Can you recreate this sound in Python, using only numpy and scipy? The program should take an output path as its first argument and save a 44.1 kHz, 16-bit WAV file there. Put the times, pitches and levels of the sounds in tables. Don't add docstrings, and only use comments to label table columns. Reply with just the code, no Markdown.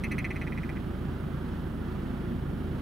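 import sys
import numpy as np
from scipy import signal
from scipy.fft import rfft, irfft
from scipy.io import wavfile
from scipy.ndimage import uniform_filter1d

SR = 44100
rng = np.random.default_rng(int(sys.argv[2]) if len(sys.argv) > 2 else 0)


def to_wav(s):
    ch = np.atleast_2d(s).T
    pcm = np.round(np.clip(ch, -1, 1) * 32767)
    wavfile.write(sys.argv[1], SR, pcm.astype(np.int16))


def boost_factor(decibels):
    exponent = np.asarray(decibels, float) / 20
    return 10 ** exponent


N = 123921

# f/Hz, likeness/0-1, left minus right/dB, left lead/rad
PORT_SPREAD = [(30, .98, 0, -0.59), (150, 0.93, -1.3, -0.27), (307, 0.94, -1.6, -0.68),
               (590, 0.55, -5.5, -0.51), (1230, 0.76, -6, -0.11), (2620, 0.32, -4, .3),
               (4500, 0.56, -1.5, 0.44), (7000, 0.85, 0.5, -0.072), (15000, 0.6, -0.5, 0)]
# multiple of the cycle/1, rms level/dB
ENGINE_HARMONICS = [(1, -48), (2, -41), (3, -42.5), (4, -56.5), (5, -44.5), (6, -61), (7, -56.5),
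                    (8, -46.5), (9, -47.5), (11, -59.5), (12, -57)]
# f/Hz, density/dB per Hz
RUMBLE_COLOUR = [(12, -26), (44, -22), (70, -7), (110, -5), (160, -1), (250, -6.5), (370, -8), (450, -21.5)]
# f/Hz, density/dB per Hz
WIND_COLOUR = [(430, -2), (580, -3.5), (1040, -8), (1370, -5.5), (2390, -18), (3200, -17.5), (3700, -22.5),
               (7000, -37)]
# f/Hz, density/dB per Hz
HISS_COLOUR = [(5000, -21.5), (7700, -3), (10000, 2), (13400, 1.5), (16000, -1.5)]
# t/s, level/dB, first gap/ms, pulse period/ms, beak brightness/dB
CROAKS = [(0.0373, -28.5, 5.1, 3.74, 1), (0.1146, -29, 4.6, 3.88, 0), (.1820, -27, 4.8, 4.0, -0.5),
          (0.2442, -27.5, 5, 4.35, -6.5), (0.3062, -30, 4.6, 4.9, -5.5), (0.359, -32.5, 5.4, 4.7, -2),
          (0.4147, -31, 5.6, 4.95, -3), (0.4735, -31, 5.8, 7.1, -8), (.5222, -33, 6.2, 5.6, -13),
          (0.5759, -32.5, 7.1, 5.1, -6), (.6330, -35, 5.8, 6.1, -1), (.6920, -34.5, 7.1, 5.6, -0.5),
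          (0.7686, -37.5, 6.1, 7.0, -16)]
# t/s, level/dB
LEAD_INS = [
    (0.1111, -38),
    (0.3023, -43),
    (0.353, -43),
    (0.4679, -39),
    (0.5651, -45),
    (0.7612, -43),
]
# f/Hz, level/dB, t60/ms
WINDPIPE_MODES = [(1296, -11, 13), (1800, -12, 22), (2126, 4, 13.9), (2591, -3, 18.7), (3350, -16.5, 7.9)]
# f/Hz, level/dB, t60/ms
OPENING_BEAK_MODES = [(3950, -12.5, 6.1), (5650, -18, 9.5), (8470, -18.5, 9.3), (10800, -20, 6)]
# f/Hz, level/dB, t60/ms
OPEN_BEAK_MODES = [(4130, -12.5, 8.8), (6160, -14, 8.5), (8750, -26, 8), (9630, -14.5, 8.5),
                   (10400, -32, 6), (11260, -17, 10.6), (12300, -33, 5.4), (13500, -32, 5)]
# t/s, level/dB, f/Hz, t60/ms, pan/dB
TICKS = [
    (1.2078, -44, 9730, 8, 2),
]

ENGINE_HZ, ENGINE_WANDER_DB, THROB_DB = 27.67, 0.4, 0.8
RUMBLE_DB, WIND_DB, HISS_DB = -35, -46.5, -67.5
WHINE_HZ, WHINE_DB = 15650, -88
CROAK_LENGTH_MS, FAST_PERIOD_MS, LENGTH_POWER = 38, 3.65, 1.6
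FADE_DB, FADE_START, SLOWING = 17, 0.17, 0.25
FIRST_PITCH_DROP, FIRST_PULSE_DB = 0.027, -1.5
SAG_PER_S, SAG_PER_DB = 0.05, 0.002
DULLING_DB_PER_DB, LEAD_IN_BEAK_DB = 1.6, -10
BEAK_TOP_HZ = 9500
PUSH_MS = 0.32
PUFF_DB, PUFF_T60_MS = -29, 12
SCATTER_DB, SCATTER_PITCH = 0.7, 0.006
BIRD_PAN_DB, SCRUB_ECHO_DB, SCRUB_T60_S = -1.5, -10.5, 0.076


def read(table, hz, column=1):
    table = np.array(table, float)
    return np.interp(np.log(np.maximum(hz, 1)), np.log(table[:, 0]), table[:, column])


def walk(rate_hz):
    hold = int(SR / rate_hz)
    steps = np.repeat(rng.standard_normal(N // hold + 2), hold)
    smooth = uniform_filter1d(uniform_filter1d(steps, hold), hold)[:N]
    return smooth / smooth.std()


def ports(spectra, hz):
    tilt = boost_factor(read(PORT_SPREAD, hz, column=2) / 2)
    left = tilt * np.exp(0.5j * read(PORT_SPREAD, hz, column=3))
    return spectra * np.array([left, 1 / left])


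def coloured_noise(colour, rms_db, slope_db_per_octave):
    hz = np.arange(N // 2 + 1) * SR / N
    low_hz, high_hz = colour[0][0], colour[-1][0]
    octaves_outside = np.log2(np.maximum(low_hz / np.maximum(hz, 1), 1) * np.maximum(hz / high_hz, 1))
    likeness = np.clip(read(PORT_SPREAD, hz), 0, 1)
    mid, side = rfft(rng.standard_normal((2, N)))
    pair = np.sqrt(1 + likeness) * mid + np.sqrt(1 - likeness) * side * np.array([[1], [-1]])
    gain = boost_factor(read(colour, hz) - slope_db_per_octave * octaves_outside)
    noise = irfft(ports(pair * gain, hz), N)
    return noise * boost_factor(rms_db) / noise.std()


def engine_drone():
    t_s, out = np.arange(N) / SR, 0
    starts = rng.uniform(0, 2 * np.pi, len(ENGINE_HARMONICS))
    for (multiple, db), start in zip(ENGINE_HARMONICS, starts):
        hz = ENGINE_HZ * multiple
        level_db = db + ENGINE_WANDER_DB * np.sqrt(multiple) * walk(5)
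        tone = np.exp(1j * (2 * np.pi * hz * t_s + start)) * boost_factor(level_db)
        out = out + np.sqrt(2) * ports(tone, np.full(1, hz)).real
    return out


def throb_db():
    return THROB_DB * np.sin(2 * np.pi * ENGINE_HZ * np.arange(N) / SR)


def low_rumble():
    return coloured_noise(RUMBLE_COLOUR, RUMBLE_DB, 32) * boost_factor(0.5 * walk(1.17) + throb_db())


def scrub_wind():
    gusts_db = 0.15 * walk(3.6) + 0.5 * walk(12)
    return coloured_noise(WIND_COLOUR, WIND_DB, 24) * boost_factor(gusts_db + throb_db())


def camera_hiss():
    return coloured_noise(HISS_COLOUR, HISS_DB, 12)


def camera_whine():
    return boost_factor(WHINE_DB) * np.sin(2 * np.pi * WHINE_HZ * np.arange(N) / SR)


def ring_modes(track, t0_s, modes, db, scale):
    i = int(t0_s * SR) + 1
    t_ms = (np.arange(i, i + 1300) / SR - t0_s) * 1000
    push = 1 - np.exp(-t_ms / PUSH_MS)
    for k, (hz, mode_db, t60_ms) in enumerate(modes):
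        ring = np.sin(2 * np.pi * hz * scale * t_ms / 1000) * boost_factor(-60 * t_ms / t60_ms)
        track[i:i + len(t_ms)] += (-1) ** k * boost_factor(db + mode_db) * ring * push


def throat_pulses():
    pulses = [(t_s, db, LEAD_IN_BEAK_DB, 0, True) for t_s, db in LEAD_INS]
    for t_s, db, first_gap_ms, period_ms, beak_db in CROAKS:
        length_ms = CROAK_LENGTH_MS * (FAST_PERIOD_MS / period_ms) ** LENGTH_POWER
        ms = 0.0
        while ms < length_ms:
            first = ms == 0
            fade_db = FADE_DB * max(ms / length_ms - FADE_START, 0)
            dulled_db = beak_db - DULLING_DB_PER_DB * fade_db
            pulses.append((t_s + ms / 1000, db - fade_db, dulled_db, fade_db, first))
            ms += first_gap_ms if first else period_ms * (1 + SLOWING * (ms / length_ms) ** 2)
    return pulses


def grouse():
    out = np.zeros(N)
    scatter = rng.standard_normal((200, 3))
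    gas = np.diff(rng.standard_normal((200, 601)))
    puff = boost_factor(PUFF_DB - 60 * np.arange(600) / SR * 1000 / PUFF_T60_MS)
    for (t_s, db, beak_db, fade_db, first), chance, breath in zip(throat_pulses(), scatter, gas):
        scale = 1 - SAG_PER_S * t_s + SCATTER_PITCH * chance[0] - SAG_PER_DB * fade_db
        throat_db = db + FIRST_PULSE_DB * first + SCATTER_DB * chance[1]
        ring_modes(out, t_s, WINDPIPE_MODES, throat_db, scale - FIRST_PITCH_DROP * first)
        modes = OPENING_BEAK_MODES if first else OPEN_BEAK_MODES
        beak = [(hz, mode_db + beak_db * hz / BEAK_TOP_HZ, t60_ms) for hz, mode_db, t60_ms in modes]
        ring_modes(out, t_s, beak, db + 2 * SCATTER_DB * chance[2], scale)
        i = int(t_s * SR)
        out[i:i + len(breath)] += boost_factor(db + beak_db) * puff * breath
    return out


def scrub_echo(bird):
    t_s = np.arange(4000) / SR
    tail = rng.standard_normal((2, len(t_s))) * boost_factor(-60 * t_s / SCRUB_T60_S) * (t_s > 0.002)
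    tail = tail / np.sqrt((tail ** 2).mean(0).sum())
    return boost_factor(SCRUB_ECHO_DB) * signal.fftconvolve(bird[None], tail)[:, :N]


def camera_tick():
    out = np.zeros((2, N))
    for t_s, db, hz, t60_ms, pan_db in TICKS:
        modes = [(hz, 0, t60_ms), (hz, -5, t60_ms)]
        for ear, sign in zip(out, (1, -1)):
            ring_modes(ear, t_s, modes, db + sign * pan_db / 2, scale=0.97)
    return out


def scene():
    background = engine_drone() + low_rumble() + scrub_wind() + camera_hiss() + camera_whine()
    bird = grouse()
    near = bird * boost_factor(np.array([[0.5], [-0.5]]) * BIRD_PAN_DB)
    return background + near + scrub_echo(bird) + camera_tick()


def top_cut(x):
    return signal.sosfilt(signal.butter(12, 16800, fs=SR, output="sos"), x)


def record(dry):
    low_pass = signal.ellip(10, 0.2, 80, 15850, fs=SR, output="sos")
    mix = signal.sosfilt(low_pass, dry)
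    return top_cut(mix)


dry = scene()
out = record(dry)
to_wav(out)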